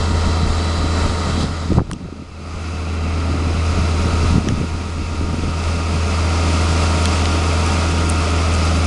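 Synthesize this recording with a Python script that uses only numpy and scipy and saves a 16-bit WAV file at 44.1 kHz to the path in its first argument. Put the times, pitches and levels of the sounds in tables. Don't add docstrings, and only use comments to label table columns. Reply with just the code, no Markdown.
import sys
import numpy as np
from scipy import signal
from scipy.fft import rfft, irfft, next_fast_len
from scipy.io import wavfile
from scipy.ndimage import uniform_filter1d

SR = 44100
rng = np.random.default_rng(int(sys.argv[2]) if len(sys.argv) > 2 else 0)


def boost_factor(decibels):
    exponent = np.asarray(decibels, float) / 20
    return 10 ** exponent


def int16_out(signal):
    q = np.round(np.clip(np.atleast_2d(signal).T, -1, 1) * 32767)
    wavfile.write(sys.argv[1], SR, q.astype(np.int16))


N = 390726

# t/s, firing rate f/Hz
FIRING_HZ = [(0, 82.1), (.35, 82.2), (.52, 81.4), (.85, 81.8), (1.2, 81.1), (1.48, 82.1), (1.7, 81.5),
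             (3.25, 81.05), (3.65, 81.75), (3.85, 81.25), (4.25, 82.25), (5.2, 81.95), (5.4, 81.35),
             (5.75, 82.4), (6.05, 81.5), (7.9, 82.3), (8.35, 81.3), (8.86, 81.15)]
# t/s, distance/1 (2 far, 0 close)
DISTANCE = [
    (0, 1.75),
    (1.4, 1.77),
    (2.6, 0.74),
    (3.3, 1.17),
    (4.2, 0.57),
    (5.3, 0.65),
    (6.3, 0.38),
    (7, 0.033),
    (8.86, 0.057),
]
# t/s, level re roar/dB
BOOM_DB = [(0, 12.5), (1.0, 9.5), (1.2, 10.5), (1.7, 12.5), (2.3, 8), (2.6, 11.5), (3.2, 13.5), (3.8, 12.5),
           (4.3, 11.5), (6.0, 12), (6.9, 10.5), (7.7, 9.3), (8.86, 11)]
# order/(1/cycle), level re roar/dB
ORDERS_DB = [(3, -10), (11, -12), (12, -8), (14, -7.5), (15, -8), (18, -13.5), (19, -21), (20, -9),
             (22, -12), (24, -12), (26, -17), (28, -17.5), (30, -21.5), (36, -22.5), (38, -28), (53, -16.5),
             (90, -13.5), (94, -18), (96, -19.5)]
# order/(1/cycle), level re roar/dB
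TIMING_DB = [(102, -11), (120, -21)]
# order/(1/cycle), level/dB
PUMPS_DB = [(31.1, -2.5), (33.07, -1.5), (42.4, -8)]
# f/Hz, density re roar/(dB per Hz)
ROAR_SPECTRUM_DB = [(26, -44), (72, -26), (145, -31), (180, -23.5), (339, -29.5), (430, -31), (476, -33.5),
                    (546, -27.5), (737, -28), (899, -34), (1162, -29.0), (1259, -25), (1396, -31), (1499, -33.5),
                    (1550, -39.5), (1722, -41), (1981, -35.5), (2583, -34), (2928, -38.5), (3445, -37),
                (3703, -38.5), (4220, -39.5), (4737, -35.7), (5857, -40.5), (6201, -40), (8871, -47),
                (9733, -48), (9991, -48.5)]
# f/Hz, level/dB
MIDWAY_DB = [(516, -0.9), (1550, 0), (1950, 0), (2550, 0.5), (2950, -1), (3359, -3.5), (4048, 1.5),
             (4478, -2), (4909, -0.5), (5770, -3.5), (6459, -1), (7062, -3), (9991, -2.5)]
# f/Hz, level/dB
FAR_DB = [(516, 1.9), (1464, 2), (1894, 5.5), (2497, -8.5), (2680, -3), (2900, -5), (3150, 4), (3445, -3),
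          (3750, 2), (3962, 4.5), (6115, -4), (7751, 1.8), (9646, -4.5), (9991, -3.5)]
# t/s, level/dB, half width/s
GEAR_SLACK = [
    (2.5, -10, 0.34),
    (.15, 2.5, .2),
    (3.35, -7, 0.6),
    (8.86, -10, 0.53),
]
# t/s, roar level/dB, treble level/dB, half width/s
BITES = [
    (1.0, 2.5, -1, 0.064),
    (1.42, -1.5, 3.5, .04),
    (3.0, 1.5, -2.5, .6),
    (6.7, 0.2, 0.8, .2),
    (8.35, -0.6, -1.1, .25),
]
# t/s, f/Hz
TURBO_HZ = [(0, 4015), (.5, 3972), (1.1, 3957), (2.2, 3962), (3.5, 3990), (4.1, 3990), (4.6, 3965),
            (8.86, 3960)]
# t/s, level re roar/dB
TURBO_BEAM_DB = [(0, -20), (.2, -11), (.42, -11), (.5, -17), (.6, -10), (1.05, -12), (1.15, -16),
                 (1.38, -10), (1.5, -20), (2.3, -21), (3.5, -21), (4.0, -17), (4.6, -27), (5.2, -31)]
# t/s, peak level/dB, hold/s
RUMBLES = [(0, -23, .02), (.16, -22, .03), (.28, -20, .02), (.41, -27, .01), (.49, -17, .02),
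           (.84, -23.5, 0.048), (1.065, -19, .035), (1.31, -28, .02), (1.44, -29, .01), (1.54, -30, .01),
           (1.76, -21, 0.055), (1.91, -30, .01), (2.08, -36, .03), (2.3, -39, .03), (2.56, -33, .02),
           (2.77, -37, .05), (3.03, -37, .01), (3.31, -31, .01), (3.44, -29, .02), (3.55, -28, .05),
           (3.78, -25, .07), (4.01, -26, .03), (4.13, -24, .02), (4.3, -21.5, .13), (4.58, -27, .06),
           (4.74, -28, .02), (5.01, -28, .05), (5.2, -26, .1), (5.45, -26, .06), (5.67, -26, .02)]
# t/s, peak level/dB, hold/s
FLUTTERS = [(.16, -19, .04), (.28, -21, .03), (.44, -22, .01), (.84, -24, .011), (1.05, -20.5, .03),
            (1.31, -23, .03), (1.43, -21, .01), (1.51, -22, .01), (1.74, -24, 0.1), (1.92, -27, .065),
            (2.03, -29, .04), (2.2, -27, .06), (2.75, -24, 0.0093), (2.9, -25, 0.072),
            (3.07, -22.5, 0.0093), (3.25, -22.5, .11), (3.36, -20.5, .046), (3.48, -20, .03),
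            (3.6, -23.5, .05), (3.81, -20, 0.061), (4.0, -21, 0.07), (4.06, -17, .02), (4.16, -19, .01),
            (4.25, -20, .03), (4.36, -21, 0.033), (4.48, -19, 0.011), (4.62, -18, .01), (5.01, -22, 0.057),
            (5.3, -21, 0.092), (5.46, -21, .06), (5.95, -21, 0.044)]
# t/s, rumble level/dB, flutter level/dB
BREEZE_DB = [(0, -38, -28), (2.1, -39, -25.5), (3.2, -41, -25), (3.7, -34, -20), (6.1, -35, -26),
             (6.4, -42, -26.5), (8.86, -43, -27)]
# t/s, peak level/dB, f/Hz
PUSHES = [(0.4328, -8.2, 170), (1.379, -8.9, 220), (1.4083, -12.8, 170), (1.4433, -7.7, 190),
          (1.4494, -14.4, 150), (1.6938, -14.5, 170), (1.7056, -6.6, 220), (1.7163, -6.3, 190),
          (1.7185, -15.5, 440), (1.7221, -14.2, 440), (1.7243, -15.0, 100), (1.7489, -12.4, 140),
          (1.7567, -15.6, 130), (1.7649, -10.8, 220), (1.7714, -13.2, 200), (1.7765, -17.4, 220),
          (1.7841, -11.2, 440), (1.7903, -16.2, 530), (1.8001, -17.8, 100), (1.8028, -15.7, 270),
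          (1.8101, -18.1, 250), (1.8161, -16.5, 530), (1.9222, -17.7, 140), (1.9287, -20.5, 170),
          (1.9657, -20.1, 170), (2.0617, -23.2, 150), (2.2246, -22.1, 250), (3.3478, -13.9, 220),
          (3.4057, -14.2, 270), (3.4723, -12.2, 170), (3.4795, -12.9, 220), (3.7894, -10.0, 200),
          (4.308, -8.5, 170), (4.3189, -13.3, 140), (4.365, -11.2, 250), (4.3717, -12.1, 250),
          (4.3815, -4.0, 190), (4.4455, -15.1, 220), (4.4737, -7.0, 270), (4.4782, -13.0, 150),
          (4.5016, -14.7, 170), (4.5112, -11.1, 200), (4.5295, -14.1, 190), (4.6133, -17.4, 140),
          (4.6376, -14.8, 360), (4.6451, -15.2, 300), (5.1478, -14.9, 250), (5.2127, -12.0, 270),
          (5.2893, -13.4, 220), (5.3854, -11.6, 200), (5.3941, -15.3, 250), (5.4369, -13.1, 360),
          (5.4795, -12.9, 200), (5.4941, -11.2, 150),
          (1.7185, -21, 600), (1.756, -21, 750), (1.8035, -17, 950), (2.088, -22, 420), (1.27, -19, 450),
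          (4.062, -15, 270), (4.4935, -13, 130), (4.251, -13, 110), (5.343, -19, 700), (1.9, -25, 600),
          (4.4765, -21, 750), (4.506, -15, 400), (4.4925, -21, 700), (2.005, -22, 130), (2.027, -23, 200),
          (2.077, -22, 120), (1.898, -21, 130), (1.429, -15, 120), (1.343, -17, 150), (1.819, -16, 120),
          (5.315, -15, 130), (3.947, -16, 280), (3.995, -16, 280)]
# t/s, peak level/dB, f/Hz
PULLS = [(0.2748, -12.6, 190), (0.845, -12.7, 200), (1.062, -12.5, 250), (1.4331, -12.8, 190),
         (1.4438, -13.0, 360), (1.6602, -15.7, 200), (1.7239, -6.1, 300), (1.7725, -14.6, 580),
         (1.7774, -9.6, 110), (1.7839, -5.4, 170), (1.7858, -6.6, 780), (1.7868, -15.2, 710),
         (1.7887, -11.6, 400), (1.7943, -12.1, 1140), (1.7954, -12.6, 200), (1.8072, -11.7, 330),
         (1.8179, -12.5, 270), (1.824, -17.0, 110), (1.9369, -16.0, 200), (2.127, -16.6, 270),
         (2.2001, -21.5, 190), (3.4239, -14.5, 220), (3.5091, -12.2, 360), (4.0582, -10.6, 200),
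         (4.2322, -13.0, 220), (4.2848, -12.5, 140), (4.3276, -11.2, 190), (4.3445, -10.1, 200),
         (4.3552, -9.9, 220), (4.3608, -4.6, 140), (4.3839, -12.3, 330), (4.3946, -11.9, 150),
         (4.4907, -13.3, 200), (4.5244, -11.1, 220), (4.5426, -14.4, 150), (4.5792, -13.3, 220),
         (4.6024, -13.9, 200), (4.6153, -12.3, 330), (5.3444, -9.2, 220), (5.4271, -14.5, 170),
         (5.4846, -15.2, 200),
         (4.525, -11, 100), (4.586, -16, 100), (4.61, -16, 100), (4.451, -16, 100), (1.807, -14, 100),
          (1.3, -17, 130), (1.275, -17, 130)]
# t/s, gain/dB, hold/s
DUCKS = [(1.09, -1, 0.36), (1.433, -6, 0.35), (1.775, -17.5, 0.5), (4.31, -2.5, .05), (4.375, -6, 0.26),
         (4.507, -7.5, 0.59), (5.28, -6, 0.18), (5.68, -4.2, .15), (5.957, -2.5, 0.13)]
# t/s, peak level/dB, centre f/Hz, bandwidth/octaves
SNAPS = [(1.41, -24, 3370, 0.11), (1.404, -29, 3100, 0.092), (1.408, -25, 6300, .12),
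         (1.7315, -20, 3300, 2.1), (1.9133, -23, 4500, 2.5), (1.9134, -19, 1300, .8),
         (1.9143, -22, 1200, .4), (1.9142, -13, 3800, 4), (1.9143, -22, 9800, .5), (1.9237, -28, 9000, .7),
         (1.9325, -24, 5700, .2), (1.9326, -27, 8300, .12), (1.9329, -24, 3050, 0.3), (2.9, -23, 3640, 1.5),
         (4.4867, -16.5, 3240, 0.3), (4.4866, -19, 1780, 0.3), (4.4868, -15, 5950, .26),
         (4.487, -26, 8600, .3), (5.64, -18, 4200, .7), (7.0266, -16, 9500, .6), (7.0558, -10, 8600, 0.48),
         (7.0558, -11, 11800, .2), (7.056, -10, 5000, 0.5), (7.0566, -10, 3400, 0.4),
         (7.058, -15, 1700, 1.1), (7.256, -11, 5200, .6), (7.2564, -9, 3000, .8), (7.2577, -12, 2500, 1.2),
         (7.6636, -14, 8700, .81), (7.8857, -20, 3300, 1.7), (8.0927, -11, 9700, .6),
         (8.0945, -16, 9300, .6), (8.0961, -14, 11000, .5), (8.0987, -10, 12000, .3),
         (8.0989, -6, 9300, 0.35), (8.1005, -11, 8000, 1.1), (8.1215, -18, 9500, 0.96),
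         (8.528, -22, 7500, .6), (8.5388, -16, 7500, .7), (8.5413, -19, 7600, .5), (8.5458, -21, 8300, .5),
         (8.5508, -19, 6900, .4), (8.568, -17, 8500, 1.2), (8.5805, -22, 5000, .7),
         (8.6221, -25, 5000, .15), (8.627, -26, 5000, .15), (8.632, -24, 5130, .15),
         (8.6533, -14, 7000, 1.7), (8.6625, -16, 6500, 1.7)]
# f/Hz, level/dB
MICROPHONE_DB = [(9800, 0.5), (10300, -0.5), (10700, -11), (11100, -19.5), (11600, -17), (12000, -23),
                 (12230, -33), (12400, -45)]

CYLINDERS = 6
GEAR_ORDER, GEAR_DB = 68.6, -9.5
PUMP_DB, PUMP_DB_PER_S = -7, -0.31
ROAR_DB, ROAR_RISE_DB_PER_S, ROAR_LEVELS_OFF_S = -30.5, .5, 6.56
DUCK_ATTACK_S, CREEP_PER_S, CREEP_BEND = 0.018, 0.45, 0.82
GUST_RISE_DB_PER_S, GUST_FALL_DB_PER_S = 170, 198
EDDY_CYCLES, EDDY_TRIM_DB = .55, -1.5
OVERLOAD_S, OVERLOAD_DB, OVERLOAD_WIDTH_S = 1.7811, 3.5, .0015
SNAP_T60_S, SNAP_NARROW = 0.0058, 0.33
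CRACKLE_PER_S, CRACKLE_DB, CRACKLE_FROM_S = 30, -29.5, 6.2
CEILING = .708


def columns(rows):
    s, *rest = np.transpose(rows)
    return [np.interp(np.arange(N) / SR, s, c) for c in rest]


def at_hz(points, hz):
    table_hz, table_db = np.array(points).T
    return np.interp(np.log(hz), np.log(table_hz), table_db)


def rms_one(x):
    return x / np.sqrt(np.mean(x ** 2) + 1e-20)


def band(x, low_hz, high_hz):
    sos = signal.butter(2, [low_hz, min(high_hz, .45 * SR)], "band", fs=SR, output="sos")
    return signal.sosfilt(sos, x)


def coloured(x, db_at):
    size = next_fast_len(N)
    gain = boost_factor(db_at(np.maximum(np.fft.rfftfreq(size, 1 / SR), 1)))
    return irfft(rfft(x, size) * gain, size)[..., :N]


def bump(s, width_s):
    return np.exp(-((np.arange(N) / SR - s) / width_s) ** 2)


def drift(rate_hz):
    hop, settle = 40, 2000
    r = np.exp(-2 * np.pi * rate_hz * hop / SR)
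    coarse = rng.standard_normal(N // hop + settle + 2)
    slow = signal.lfilter([1], [1, -2 * r, r * r], coarse)[settle:]
    return np.interp(np.arange(N) / hop, np.arange(len(slow)), rms_one(slow))


def tractor():
    t = np.arange(N) / SR
    (firing_hz,), (boom_db,), (distance,) = columns(FIRING_HZ), columns(BOOM_DB), columns(DISTANCE)
    treble_db = sum(db * bump(s, width) for s, _, db, width in BITES) + 0.3 - 0.17 * t
    gear_db = GEAR_DB + sum(db * bump(s, width) for s, db, width in GEAR_SLACK)
    cycles = np.cumsum(firing_hz + .2 * drift(3.5)) / CYLINDERS / SR

    boom = boost_factor(boom_db) * tones(cycles, [(CYLINDERS, -.4)], waver_db=0.53)
    crank = tones(cycles, ORDERS_DB, waver_db=1.8)
    timing = boost_factor(-2.5 * distance) * tones(cycles, TIMING_DB, waver_db=1.5)
    pumps = boost_factor(PUMP_DB + PUMP_DB_PER_S * t) * tones(cycles, PUMPS_DB, waver_db=1.2)
    gear = boost_factor(gear_db) * tones(cycles, [(GEAR_ORDER, 0)], waver_db=0.5)
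    noise = roar(cycles, np.clip(distance, 0, 2), treble_db, locked=0.47, knock_db=.3, patchy_db=0.6)
    turbo_hz, turbo_db = columns(TURBO_HZ)[0], columns(TURBO_BEAM_DB)[0]
    return boom + crank + timing + pumps + gear + noise + whistles(turbo_hz, turbo_db, distance)


def tones(cycles, table, waver_db):
    out = 0
    for order, db in table:
        level = np.sqrt(2) * boost_factor(db + waver_db * drift(5.4))
        out = out + level * np.sin(2 * np.pi * (order * cycles + rng.random()))
    return out


def roar(cycles, distance, treble_db, locked, knock_db, patchy_db):
    drive = rng.standard_normal((2, N)) + locked * clatter(cycles, turn_share=0.55)
    drive = drive * np.sqrt(SR / 2 / (1 + locked ** 2))
    near = coloured(drive, lambda hz: at_hz(ROAR_SPECTRUM_DB, hz))
    midway = coloured(near, lambda hz: at_hz(MIDWAY_DB, hz))
    far = coloured(near, lambda hz: at_hz(FAR_DB, hz))
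    heard = near * np.clip(1 - distance, 0, 1)
    heard = heard + midway * (1 - abs(distance - 1))
    heard = heard + far * np.clip(distance - 1, 0, 1)

    knock = knock_db * np.cos(2 * np.pi * CYLINDERS * cycles)
    edges_hz = 20 * 2 ** np.arange(0, 9.7, 1 / 3)
    together, out = drift(3.0), 0
    for k, (low, high) in enumerate(zip(edges_hz, edges_hz[1:])):
        db = patchy_db * (1.1 * together + drift(26.0))
        db = db + knock * (low > 1500) + treble_db * (low > 3000)
        out = out + boost_factor(db) * band(heard[k % 2], low, high)
    return out


def clatter(cycles, turn_share):
    turn, cycle = rng.standard_normal(1624), rng.standard_normal(3248)
    pattern = turn_share * np.tile(turn, 2) + (1 - turn_share) * cycle
    return rms_one(pattern[(cycles % 1 * len(pattern)).astype(int)])


def whistles(turbo_hz, turbo_db, distance):
    turbo = np.sqrt(2) * np.sin(2 * np.pi * np.cumsum(turbo_hz + 2.53 * drift(19.0)) / SR)
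    intake = rms_one(band(rng.standard_normal(N), 2590, 2710))
    turbo_db = turbo_db + 1.7 * drift(7.6)
    intake_db = -14.5 + 4.0 * bump(2.7, .12) - 5.1 * np.clip(distance - 1, 0, 1) + 1.3 * drift(2.3)
    return boost_factor(turbo_db) * turbo + boost_factor(intake_db) * intake


def automatic_gain():
    t, gain = np.arange(N) / SR, np.ones(N)
    for s, db, hold in DUCKS:
        creep = boost_factor(db) + CREEP_PER_S * np.maximum(t - s - hold, 0) ** CREEP_BEND
        gain = np.minimum(gain, np.where(t < s, 1, creep))
    r = np.exp(-1 / (DUCK_ATTACK_S * SR))
    return signal.lfilter([1 - r], [1, -r], 20 * np.log10(gain))


def wind(gain_db):
    calm_rumble_db, calm_flutter_db = columns(BREEZE_DB)
    white = rng.standard_normal((2, N))
    rumble = band(white[0], 12.0, 69)
    rumble = rumble / np.sqrt(uniform_filter1d(rumble ** 2, size=SR // 8))
    flutter = rms_one(boost_factor(3.2 * drift(47.0)) * band(white[1], 84.0, 269))
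    rumble_db = gusts(RUMBLES, calm_rumble_db + 0.52 * gain_db + 2.5 * drift(3.5))
    flutter_db = gusts(FLUTTERS, calm_flutter_db + 0.67 * gain_db) - 5.5
    overload = bump(OVERLOAD_S, OVERLOAD_WIDTH_S) - 0.1 * bump(OVERLOAD_S, 4 * OVERLOAD_WIDTH_S)
    return boost_factor(rumble_db) * rumble + boost_factor(flutter_db) * flutter + eddies() + boost_factor(OVERLOAD_DB) * overload


def gusts(rows, breeze_db):
    t, out = np.arange(N) / SR, breeze_db
    for s, db, hold in rows:
        rise_db = GUST_RISE_DB_PER_S * np.maximum(s - hold / 2 - t, 0)
        fall_db = GUST_FALL_DB_PER_S * np.maximum(t - s - hold / 2, 0)
        out = np.maximum(out, db - rise_db - fall_db)
    return out


def eddies():
    t, out = np.arange(-1000, 1000) / SR, np.zeros(N)
    for sign, rows in ((1, PUSHES), (-1, PULLS)):
        for s, db, hz in rows:
            at = round(s * SR) - len(t) // 2
            swell = np.exp(-(hz * t / EDDY_CYCLES) ** 2)
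            out[at:at + len(t)] += sign * boost_factor(db + EDDY_TRIM_DB) * swell * np.cos(2 * np.pi * hz * t)
    return out


def stalks():
    t = np.arange(SR // 40) / SR
    out, bursts = np.zeros(N), rng.standard_normal((len(SNAPS), len(t)))
    bursts[:, 0] = 13.0
    for (s, db, hz, octaves), burst in zip(SNAPS, bursts):
        t60_s = SNAP_T60_S / octaves ** SNAP_NARROW
        half = 2 ** (octaves / 2)
        snap = band(burst * boost_factor(-60 * t / t60_s), hz / half, hz * half)
        at = round(s * SR)
        out[at:at + len(t)] += boost_factor(db) * snap / np.abs(snap).max()
    return out


def crackle():
    sizes = boost_factor(CRACKLE_DB + 4.0 * np.minimum(rng.exponential(1, N), 3)) * rng.choice([-1, 1], N)
    near = np.clip((np.arange(N) / SR - CRACKLE_FROM_S) / 1.5, 0, 1)
    ticks = sizes * near * (rng.random(N) < CRACKLE_PER_S / SR)
    grain = rng.standard_normal(88) * boost_factor(np.linspace(0, -30, 88))
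    return band(np.convolve(ticks, grain)[:N] + 1e-18, 6500, 12000)


def scene():
    gain_db = automatic_gain()
    roar_db = ROAR_DB + ROAR_RISE_DB_PER_S * np.minimum(np.arange(N) / SR, ROAR_LEVELS_OFF_S)
    roar_db = roar_db + sum(db * bump(s, width) for s, db, _, width in BITES)
    return (boost_factor(roar_db + gain_db) * tractor() + wind(gain_db) + stalks() + crackle())[None]


def band_limit(x):
    return signal.sosfilt(signal.butter(12, 12220, fs=SR, output="sos"), x)


def record(dry):
    mix = np.clip(coloured(dry, lambda hz: at_hz(MICROPHONE_DB, hz)), -CEILING, CEILING)
    return band_limit(mix)


dry = scene()
out = record(dry)
int16_out(out)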